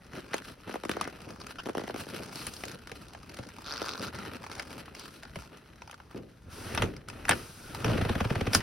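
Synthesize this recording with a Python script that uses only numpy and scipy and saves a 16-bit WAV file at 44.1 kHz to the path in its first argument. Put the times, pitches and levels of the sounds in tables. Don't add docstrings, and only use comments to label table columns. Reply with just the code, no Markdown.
import sys
import numpy as np
from scipy import signal
from scipy.fft import rfft, irfft, next_fast_len
from scipy.io import wavfile
from scipy.ndimage import uniform_filter1d

SR = 44100
rng = np.random.default_rng(int(sys.argv[2]) if len(sys.argv) > 2 else 0)


def generate_wav(sig):
    pcm = np.round(np.clip(np.atleast_2d(sig).T, -1, 1) * 32767).astype(np.int16)
    wavfile.write(sys.argv[1], SR, pcm)


N = 380141
SIZE = 4096
TIME, AGE = np.arange(N) / SR, np.arange(SIZE) / SR
HZ = np.maximum(np.fft.rfftfreq(SIZE, 1 / SR), 1)
TREBLE_HZ, CUTOFF_HZ = 3500, 15900
PEAK_S = .008

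# (start [s], end [s], scrape [dB], hiss against scrape [dB], push on the foam against scrape [dB])
HAND_STROKES = [(0.15, 0.193, -47.5, -7.5, 3), (0.317, 0.41, -49.5, -12, -3.5),
                (0.444, 0.512, -51.5, -2.5, 0.5), (0.671, 0.767, -48.5, -9.5, -3.5),
                (0.915, 0.963, -47.5, -8, 2), (1.01, 1.073, -44, -17.5, -3), (1.294, 1.317, -49.5, -7.5, 5),
                (1.42, 1.522, -49, -4.5, -4.5), (1.815, 1.97, -51.5, -7, 2.5),
                (1.997, 2.028, -44.5, -2.5, -2.5), (2.11, 2.228, -46.5, -3.5, 2),
                (2.264, 2.337, -50.5, -4.5, 0.5), (2.351, 2.484, -48.5, 0.5, -1),
                (2.5, 2.63, -54.5, 1.5, -1), (2.684, 2.747, -51, -3.5, 5), (2.964, 3.046, -55.5, -3, 2),
                (3.295, 3.502, -54.5, -6.5, 1.5), (3.578, 3.612, -52, -4.5, -3),
                (3.783, 3.957, -46, -12.5, -7), (4.003, 4.082, -45, -5, 1.5), (4.153, 4.361, -47, -8, 0.5),
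                (4.534, 4.623, -47, -7, -5), (4.687, 4.812, -50, -4.5, 0.5), (4.986, 5.09, -51.5, -5, -4),
                (5.09, 5.196, -60.5, 2, -3), (5.374, 5.45, -53, -4.5, -6.5),
                (5.535, 5.563, -54.5, -10.5, 1.5), (6.123, 6.187, -55, -11.5, -15)]
# (time [s], scrape [dB])
HAND_CREEP = [(0, -63), (0.25, -55.5), (0.56, -62), (1.1, -54), (2.3, -60), (2.8, -58), (3.25, -60),
              (4.4, -54), (5.3, -59), (6.46, -69)]
# (time [s], scrape [dB], grip [0-1])
ARM_PATH = [(6.46, -62, 0.8), (6.53, -53, 0.28), (6.7, -45.5, 0.43), (6.83, -39.5, 0.74), (6.9, -54, 0.6),
            (7.07, -65.5, 0.9), (7.1, -53.5, 0.58), (7.25, -53, 0.6), (7.32, -43.5, 0.42), (7.42, -51, 0.3),
            (7.54, -58.5, 0.15), (7.79, -47, 0.53), (7.88, -40, 0.67), (8.1, -43.5, 0.65),
            (8.51, -48, 0.63), (8.55, -35, 0), (8.61, -44.5, 0.66)]
# (time [s], tick [dB], pluck [dB], travel time of the pluck [s])
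SKIN_SLIPS = [(0.3424, -32, -30, .002), (0.6772, -52, -39.5, .004), (0.694, -45.5, -37.5, 0.0035),
              (0.741, -41.5, -34.5, 0.004), (0.7558, -45, -33.5, 0.0044), (0.8359, -43, -38, 0.0038),
              (0.8514, -38.5, -34, 0.0052), (0.894, -32.5, -28.5, .003), (0.9148, -34, -41, 0.0012),
              (0.9678, -43, -31, .004), (1.012, -28.5, -37, 0.00053), (1.076, -42, -36.5, 0.00083),
              (1.658, -44, -41.5, 0.0019), (1.6645, -47, -35.5, 0.0017), (1.671, -44, -36, 0.0021),
              (1.6874, -47, -34, .003), (1.6941, -43, -33.5, 0.0048), (1.7508, -43, -33.5, .003),
              (1.7718, -44, -31, 0.00192), (1.7802, -39, -31.5, 0.00398), (1.7952, -44, -34.5, 0.00507),
              (1.8145, -62, -39, 0.0066), (1.837, -46, -35.5, 0.0039), (1.8782, -43, -39.5, .003),
              (1.897, -49, -34, .004), (1.943, -44, -33, 0.0039), (1.9615, -44, -42, 0.0018),
              (2.0673, -51, -43, .003), (2.637, -37, -40, 0.00035), (3.817, -41, -34, .003),
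              (4.026, -42, -38, 0.0019)]
# (time [s], scuff [dB], wave [dB])
PANEL_JERKS = [(2.4679, -48, -43), (2.917, -39.5, -43), (3.3885, -41.5, -38), (5.358, -38.5, -42),
               (6.8216, -26, -28.5), (7.8456, -28, -28), (8.5479, -33, -28.5)]
# (time [s], scuff [dB], wave [dB])
PANEL_KNOCKS = [(7.9805, -34, -28.5), (8.015, -32.5, -28.5), (8.0519, -32.5, -30.5), (8.0955, -29.5, -26),
                (8.154, -32.5, -28.5), (8.2068, -29, -25.5), (8.2505, -32, -29), (8.305, -32, -26),
                (8.3564, -32, -28.5), (8.4113, -29, -29), (8.4707, -30, -28)]
# (pitch [Hz], level [dB], fade time [s])
PANEL_RINGS = [(102.3, 0.5, .016), (256, -7, .01)]
# (time [s], crack [dB], treble [dB], ringing pitch [Hz])
SNAPS_AND_SCRAPE = [(0.3338, -34.5, -49, 4440), (0.3417, -49, -40, 4400), (2.4679, -41, -35.5, 10200),
                    (4.596, -37.5, -40, 4900), (6.7487, -38, -38.5, 9300), (6.776, -27.5, -38, 5240),
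                    (7.2831, -33, -45, 8800), (7.2926, -22, -22, 8400), (7.31, -24.5, -35, 9100),
                    (7.3186, -28.5, -43, 5200), (7.331, -33, -47, 5200), (8.533, -31.5, -31, 5140),
                    (8.5488, -22.5, -19.5, 5200), (8.605, -39, -49, 5150)]
# (pitch [Hz], level [dB], fade time [s])
TRIM_RINGS = [(1465, 6, 0.0059), (1750, 4, 0.0075), (2030, 2, 0.0045), (2250, 2, 0.007), (2610, 1.5, 0.006)]
# (time [s], level [dB], treble [dB])
CREASE_FLICKS = [(0.3658, -50, -48), (0.3813, -44, -45.5), (2.234, -47, -48.5), (2.3573, -53, -41.5),
                 (2.538, -56, -44), (2.5658, -55, -46), (2.6538, -50, -43), (2.683, -52, -44.5),
                 (2.7154, -48, -47), (2.873, -46.5, -49.5), (2.896, -48, -56), (3.084, -60, -54),
                 (3.135, -52, -53), (3.1493, -44, -59), (3.2312, -52.5, -57), (3.295, -54, -51),
                 (3.3434, -57, -50), (3.3698, -50, -50), (3.4695, -59, -54), (3.489, -53, -52),
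                 (3.585, -46.5, -55), (4.1274, -50, -67), (4.1514, -44, -51), (4.1872, -42.0, -49),
                 (4.215, -46, -60), (4.2524, -45, -58), (4.44, -41.5, -54), (4.465, -43, -54),
                 (4.4984, -45.5, -55.5), (4.5154, -44, -46), (4.88, -47.5, -74), (4.9504, -48.5, -48),
                 (4.996, -64, -45), (5.2327, -45, -51), (5.2524, -48.0, -58), (5.8198, -44.5, -54),
                 (5.876, -49, -55), (5.8966, -47.5, -61), (5.9123, -52, -50), (5.9293, -48.5, -66),
                 (5.9427, -47.5, -55), (6.0014, -48.5, -66), (6.9659, -49.5, -51), (7.086, -42, -44),
                 (7.0999, -43.5, -48), (7.253, -37, -48), (7.7482, -40, -42)]
# (time [s], level [dB], fade time [s], middle of the boom [Hz])
SEAT_BUMPS = [(5.365, -33.5, 0.018, 98), (6.147, -37.5, 0.066, 237), (6.83, -31.5, 0.071, 202),
              (7.295, -28.5, 0.044, 198), (8.549, -25, 0.02, 180)]
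# (time [s], slip rate [1/s], level [dB])
CREAK_PATH = [(3.63, 55, -48), (3.705, 170, -39.5), (3.77, 105, -39.5), (3.885, 110, -40.5),
              (3.915, 150, -42), (3.955, 35, -41.5), (3.99, 50, -40), (4.03, 145, -41), (4.087, 165, -42)]
# (start [s], end [s], level [dB])
NAIL_RASPS = [(2.358, 2.418, -48.5), (4.96, 5.067, -52)]

# (frequency [Hz], level [dB])
RUB_TONE = [(450, -1), (600, -4), (850, -2), (1100, -4), (1400, 0), (1900, -7), (2600, -6.5), (3500, -12.5),
            (5200, -9.5), (7000, -16.5), (8500, -16.5), (10500, -20), (13000, -24), (15000, -23)]
SNAP_TONE = [(500, 7), (900, -2.5), (1650, -0.5), (2200, -6), (3000, -5.5), (4200, -8.5), (5200, -4.5),
             (7000, -6.5), (10500, -8.5), (15000, -16)]
CREAK_TONE = [(400, -1), (850, -2), (1400, 9.5), (1900, -10), (2500, -5), (3100, -11), (3750, -2),
              (5000, 0), (5900, -6), (7200, -15), (10000, -20), (15000, -24)]
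RASP_TONE = [(3300, -7), (4600, 2), (6000, -14)]
CUSHION_TONE = [(45, -32), (75, -5), (130, -3), (250, -1), (450, -7)]
BACKREST_TONE = [(25, -4.5), (60, -3), (105, 2.5), (170, -4.5), (270, -3.5), (450, -9.5)]
RUMBLE_TONE = [(25, -24), (45, -2.5), (80, -0.5), (140, -7)]
# (frequency [Hz], level against the direct sound [dB])
ECHO_TONE = [(50, -12), (130, -18.5), (550, -4), (1100, -6), (2000, -13.5), (3300, -6), (5200, -8),
             (7200, -8.5)]


def rubbing():
    arm_db, arm_grip = in_time(ARM_PATH)
    on_backrest = TIME > ARM_PATH[0][0]
    scrape_gain, hiss_gain, push_gain = np.where(on_backrest, smoothing(arm_db, arm_grip), tucking())
    brightness_db = 20 * np.log10(hiss_gain / scrape_gain)
    hand_grip = 0.6 - 0.08 * brightness_db
    grip = np.clip(np.where(on_backrest, arm_grip, hand_grip), .05, .95)
    rub = friction(grip, per_s=2200, size_db=4, clump_db=4.2, spots=12)
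    scrape = steady(through(regrip(rub, count=6), response(band(317, TREBLE_HZ))), 0.056)
    hiss = from_db(0.87) * steady(through(rub, response(band(TREBLE_HZ, CUTOFF_HZ))), 0.09)
    pushes = rng.standard_normal(N) * from_db(4.5 * drift(70))
    cushion = steady(through(pushes, response(gains(CUSHION_TONE))), 0.071)
    backrest = steady(through(pushes, response(gains(BACKREST_TONE))), 0.071)
    foam = from_db(2) * np.where(on_backrest, backrest, cushion)
    return scrape_gain * scrape + hiss_gain * hiss + push_gain * foam


def friction(grip, per_s, size_db, clump_db, spots):
    clumps = from_db(clump_db * grip * (drift(150) + .7 * drift(40)))
    sizes = from_db(size_db * grip * np.minimum(rng.exponential(1, N), 5)) * rng.choice([-1, 1], N)
    clicks = sizes * clumps * (rng.random(N) < per_s / SR)
    spot = np.floor(spots / 4 * drift(7) + 1.3 * rng.standard_normal(N)) % spots
    colours = gains(RUB_TONE) * ripples(3.5, spots)
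    rings = bursts(colours, spots, rise_s=0.00014, decay_s=0.00015, tail_db=-24, tail_s=0.0035)
    grains = sum(through(clicks * (spot == k), ring) for k, ring in enumerate(rings))
    sheen = 1 + 1.7 / (1 + (7500 / HZ) ** 8)
    glide = noise(gains(RUB_TONE) * sheen)
    return grip * steady(grains, .1) + .7 * (1 - grip) * steady(glide, .08)


def regrip(rub, count, holds_per_s=5, hollow_hz=1400, width_hz=150, lift_db=4):
    centres = hollow_hz * 2 ** (.13 * rng.standard_normal((count, 1)))
    hollows = from_db(lift_db / (1 + ((HZ - centres) / width_hz) ** 2))
    colours = hollows * ripples(1.8, count)
    shares = (np.maximum(1 - np.abs((TIME * holds_per_s - k) % count - 1), 0) for k in range(count))
    return sum(share * through(rub, impulse) for share, impulse in zip(shares, response(colours)))


def tucking(attack_s=0.05, release_s=0.02):
    scrape = from_db(in_time(HAND_CREEP)[0])
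    hiss, push = scrape * from_db(-7.5), scrape * from_db(0.5)
    for start, end, db, hiss_db, push_db in HAND_STROKES:
        speeding_up = np.clip(1 + (TIME - start) / attack_s, 0, 1)
        speed = speeding_up * np.exp(-np.maximum(TIME - end, 0) / release_s)
        scrape = np.maximum(scrape, from_db(db) * speed)
        hiss = np.maximum(hiss, from_db(db + hiss_db) * speed)
        push = np.maximum(push, from_db(db + push_db) * speed)
    return scrape, hiss, push


def smoothing(scrape_db, grip):
    hiss_db = scrape_db + 7 - 25.5 * grip
    push_db = scrape_db - 2.5 + 11.5 * grip
    return from_db([scrape_db, hiss_db, push_db])


def skin_slips():
    s, tick_db, pluck_db, travel_s = np.transpose(SKIN_SLIPS)
    ticks = cracks(s, SNAP_TONE, tick_db, tick_db - 8, low_hz=665,
                   rise_s=0.00091, decay_s=0.0016, tail_db=-16.5, tail_s=0.014)
    plucks = bending_waves(s, pluck_db, travel_s, low_hz=320, high_hz=1670,
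                           slope=1.52, echo_db=-12.5, echo_s=0.015)
    return ticks + plucks


def jerks():
    s, scuff_db, wave_db = np.transpose(PANEL_JERKS)
    return panel_slips(s, scuff_db, scuff_db - 11, wave_db, rise_s=.0013)


def judder(start_s=7.864, end_s=7.96, period_s=.0175):
    flutter = [(s, -36, -29.5) for s in np.arange(start_s, end_s, period_s)]
    s, scuff_db, wave_db = np.transpose(flutter + list(PANEL_KNOCKS))
    return panel_slips(s, scuff_db, scuff_db - 17, wave_db, rise_s=0.0035)


def panel_slips(s, scuff_db, treble_db, wave_db, rise_s):
    scuffs = cracks(s, SNAP_TONE, scuff_db, treble_db, low_hz=360,
                    rise_s=rise_s, decay_s=0.0029, tail_db=-14.5, tail_s=0.023)
    waves = bending_waves(s, wave_db - 1.5, travel_s=0.0052, low_hz=110, high_hz=700,
                          slope=.9, echo_db=-3, echo_s=0.007)
    tunings = np.exp(.14 * rng.standard_normal(len(s)))
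    thuds = np.array([sum(from_db(db) * ping(hz * tuning, decay_s) for hz, db, decay_s in PANEL_RINGS)
                      for tuning in tunings])
    return scuffs + waves + place(s + 0.00944, wave_db, thuds)


def snaps():
    s, crack_db, treble_db, ring_hz = np.transpose(SNAPS_AND_SCRAPE)
    resonance = 1 + from_db(13) / (1 + ((HZ / ring_hz[:, None] - 1) / 0.05) ** 2)
    crack = cracks(s, SNAP_TONE, crack_db, treble_db, low_hz=730,
                   rise_s=0.00096, decay_s=0.0049, tail_db=-30, tail_s=0.024, resonance=resonance)
    rings = np.array([from_db(db) * ping(hz, decay_s) for hz, db, decay_s in TRIM_RINGS])
    shape = (len(s), len(rings))
    strengths = rng.choice([-1, 1], shape) * from_db(2 * rng.standard_normal(shape))
    return crack + place(s, crack_db - 3, strengths @ rings)


def creases(crinkles_per_s=8):
    at = np.flatnonzero((rng.random(N) < crinkles_per_s / SR) & (TIME < ARM_PATH[0][0]))
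    scrape_db = 20 * np.log10(tucking()[0][at])
    tiny_db = scrape_db - 6 + 2 * rng.standard_normal(len(at))
    s, db, treble_db = np.hstack([np.transpose(CREASE_FLICKS), [TIME[at], tiny_db, tiny_db + 3.5]])
    softness = np.maximum(db - treble_db, 0)[:, None] / 20
    return cracks(s, RUB_TONE, db, treble_db, low_hz=726, tilt=(HZ / TREBLE_HZ) ** -softness,
                  rise_s=0.0011, decay_s=0.0011, tail_db=-7.5, tail_s=0.006)


def bumps(span=2.12):
    booms = np.zeros(N)
    for s, db, decay_s, hz in SEAT_BUMPS:
        boom = steady(noise(band(hz / span, hz * span) * HZ ** -.3), 0.0184)
        fade = (TIME > s) * np.exp(-np.abs(TIME - s) / decay_s)
        booms += from_db(db) * boom * fade
    return booms


def creak(trail_s=.006, trail_db=-12, spread_db=3):
    per_s, level_db = in_time(CREAK_PATH)
    stretching = (TIME > CREAK_PATH[0][0]) * (TIME < CREAK_PATH[-1][0])
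    at = slip_train(per_s * stretching, jitter_db=1.9)
    s = np.concatenate([at / SR, at / SR + rng.uniform(0, trail_s, len(at))])
    db = np.concatenate([level_db[at], level_db[at] + trail_db]) + spread_db * rng.standard_normal(len(s))
    ticks = response(gains(CREAK_TONE) * ripples(3, len(s)))
    tails = bursts(gains(CREAK_TONE), len(s), rise_s=.0004, decay_s=.0007, tail_db=-16, tail_s=.004)
    return place(s, db - 9, ticks) + place(s - PEAK_S, db - 3, tails)


def squeak(start_s=1.584, end_s=1.606, per_s=620, level_db=-39):
    slips_so_far = np.floor(np.cumsum(per_s * from_db(3 * drift(700))) / SR)
    pulses = np.diff(slips_so_far, prepend=0) * (TIME > start_s) * (TIME < end_s)
    voice = through(pulses, ping(1450, 0.0021) + ping(2900, 0.001) + .5 * ping(4900, 0.00053))
    return from_db(level_db) * voice / np.sqrt(np.sum(voice ** 2) / ((end_s - start_s) * SR))


def rasps(per_s=260):
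    runs = np.zeros(N)
    for start, end, db in NAIL_RASPS:
        at = slip_train(per_s * (TIME > start) * (TIME < end), jitter_db=3)
        ticks = bursts(gains(RASP_TONE), len(at), rise_s=.0002, decay_s=.0005, tail_db=-20, tail_s=.003)
        runs += place(at / SR - PEAK_S, db - 7 + 2 * rng.standard_normal(len(at)), ticks)
    return runs


def cabin(hush_db=-62, rumble_db=-59, waver_db=3.5):
    hush = noise(band(45, CUTOFF_HZ) * HZ ** -.7)
    rumble = noise(gains(RUMBLE_TONE))
    rumble_gain = from_db(rumble_db + waver_db * drift(12))
    return from_db(hush_db) * hush / np.std(hush) + rumble_gain * rumble / np.std(rumble)


def cracks(s, tone, crack_db, treble_db, low_hz, rise_s, decay_s, tail_db, tail_s, resonance=1, tilt=1):
    gain = gains(tone) * ripples(2.3, len(s))
    middle = bursts(gain * tilt * band(low_hz, TREBLE_HZ), len(s), rise_s, decay_s, tail_db, tail_s)
    top = bursts(gain * resonance * band(TREBLE_HZ, CUTOFF_HZ), len(s), rise_s, decay_s / 2, tail_db, tail_s)
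    start = s + .0005 - PEAK_S
    return place(start, crack_db, middle) + place(start, treble_db, top)


def bursts(gain, count, rise_s, decay_s, tail_db, tail_s):
    after = np.maximum(AGE - PEAK_S, 0)
    swell = np.exp(np.minimum(AGE - PEAK_S, 0) / rise_s)
    fade = np.exp(-after / decay_s) + from_db(tail_db) * np.exp(-after / tail_s)
    return irfft(rfft(rng.standard_normal((count, SIZE)) * swell * fade) * rfft(response(gain)))


def bending_waves(s, wave_db, travel_s, low_hz, high_hz, slope, echo_db, echo_s):
    pitch = np.exp(0.14 * rng.standard_normal((len(s), 1)))
    phase = 4 * np.pi * np.reshape(travel_s, (-1, 1)) * (np.sqrt(1000 * HZ) - HZ / 4)
    gain = HZ ** -slope * band(low_hz * pitch, high_hz * pitch)
    echoes = rng.standard_normal((len(s), SIZE)) * np.exp(-AGE / echo_s) * np.sqrt(2 / (echo_s * SR))
    waves = irfft(gain * np.exp(-1j * phase) * (1 + from_db(echo_db) * rfft(echoes)))
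    fade = np.minimum(1, 2 * (1 - AGE / AGE[-1])) ** 2
    return place(s, wave_db, waves * fade)


def slip_train(per_s, jitter_db):
    slips_so_far = np.floor(np.cumsum(per_s * from_db(jitter_db * drift(170))) / SR)
    return np.flatnonzero(np.diff(slips_so_far))


def ripples(depth_db, count):
    knots = np.log(np.geomspace(200, 16000, 30))
    heights = rng.standard_normal((count, len(knots)))
    return from_db(depth_db * np.array([np.interp(np.log(HZ), knots, row) for row in heights]))


def ping(hz, decay_s):
    return np.sin(2 * np.pi * hz * AGE) * np.exp(-AGE / decay_s)


def noise(gain):
    return through(rng.standard_normal(N), response(gain))


def drift(per_s):
    knots = rng.standard_normal(20000)
    return np.interp(TIME * per_s, np.arange(len(knots)), knots)


def place(times, levels_db, sounds):
    track = np.zeros(N + SIZE)
    sounds = sounds / np.sqrt(np.sum(sounds ** 2, axis=1, keepdims=True) / (.01 * SR))
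    for s, db, sound in zip(times, levels_db, sounds):
        start = int(np.clip(s * SR, 0, N))
        track[start:start + SIZE] += from_db(db) * sound
    return track[:N]


def steady(x, span_s):
    power = np.maximum(uniform_filter1d(x * x, int(span_s * SR)), 0)
    return x / np.sqrt(power + 1e-4 * np.mean(x * x))


def from_db(db):
    return 10 ** (np.asarray(db) / 20)


def in_time(rows):
    s, *columns = np.transpose(rows)
    return [np.interp(TIME, s, column) for column in columns]


def gains(tone):
    hz, db = np.transpose(tone)
    return from_db(np.interp(np.log(HZ), np.log(hz), db)) * band(0.72 * hz[0], 1.25 * hz[-1])


def band(low_hz, high_hz):
    return ((1 + (low_hz / HZ) ** 8) * (1 + (HZ / high_hz) ** 8)) ** -.5


def response(gain):
    cepstrum = irfft(np.log(gain + 1e-6))
    cepstrum[..., 1:SIZE // 2] *= 2
    cepstrum[..., SIZE // 2 + 1:] = 0
    return irfft(np.exp(rfft(cepstrum)))


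def through(x, impulse):
    return signal.oaconvolve(x, impulse)[:N]


def scene():
    direct = rubbing() + skin_slips() + jerks() + judder() + snaps() + creases()
    direct = direct + squeak() + bumps() + creak() + rasps() + cabin()
    scatter = rfft(rng.standard_normal(SIZE) * (AGE > .002) * np.exp(-AGE / .009))
    scatter_colour = np.sqrt(uniform_filter1d(np.abs(scatter) ** 2, size=15))
    echoes = scatter / rfft(response(scatter_colour))
    echo_colour = rfft(response(gains(ECHO_TONE) * band(48, 7060)))
    side = through(direct, irfft(echoes * echo_colour))
    return np.array([direct + side, direct - side]) * from_db([[.45], [-.45]])


def record(dry, lag_s=.000138):
    size = next_fast_len(N + SIZE)
    hz = np.fft.rfftfreq(size, 1 / SR)
    treble = np.clip((hz - 5800) / 1200, 0, 1)
    phase = treble * (np.pi - 2 * np.pi * hz * lag_s)
    left = irfft(rfft(dry[0], size) * np.exp(1j * phase), size)[:N]
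    top_cut = signal.ellip(10, .2, 80, CUTOFF_HZ, fs=SR, output="sos")
    return signal.sosfilt(top_cut, [left, dry[1]])


dry = scene()
out = record(dry)
generate_wav(out)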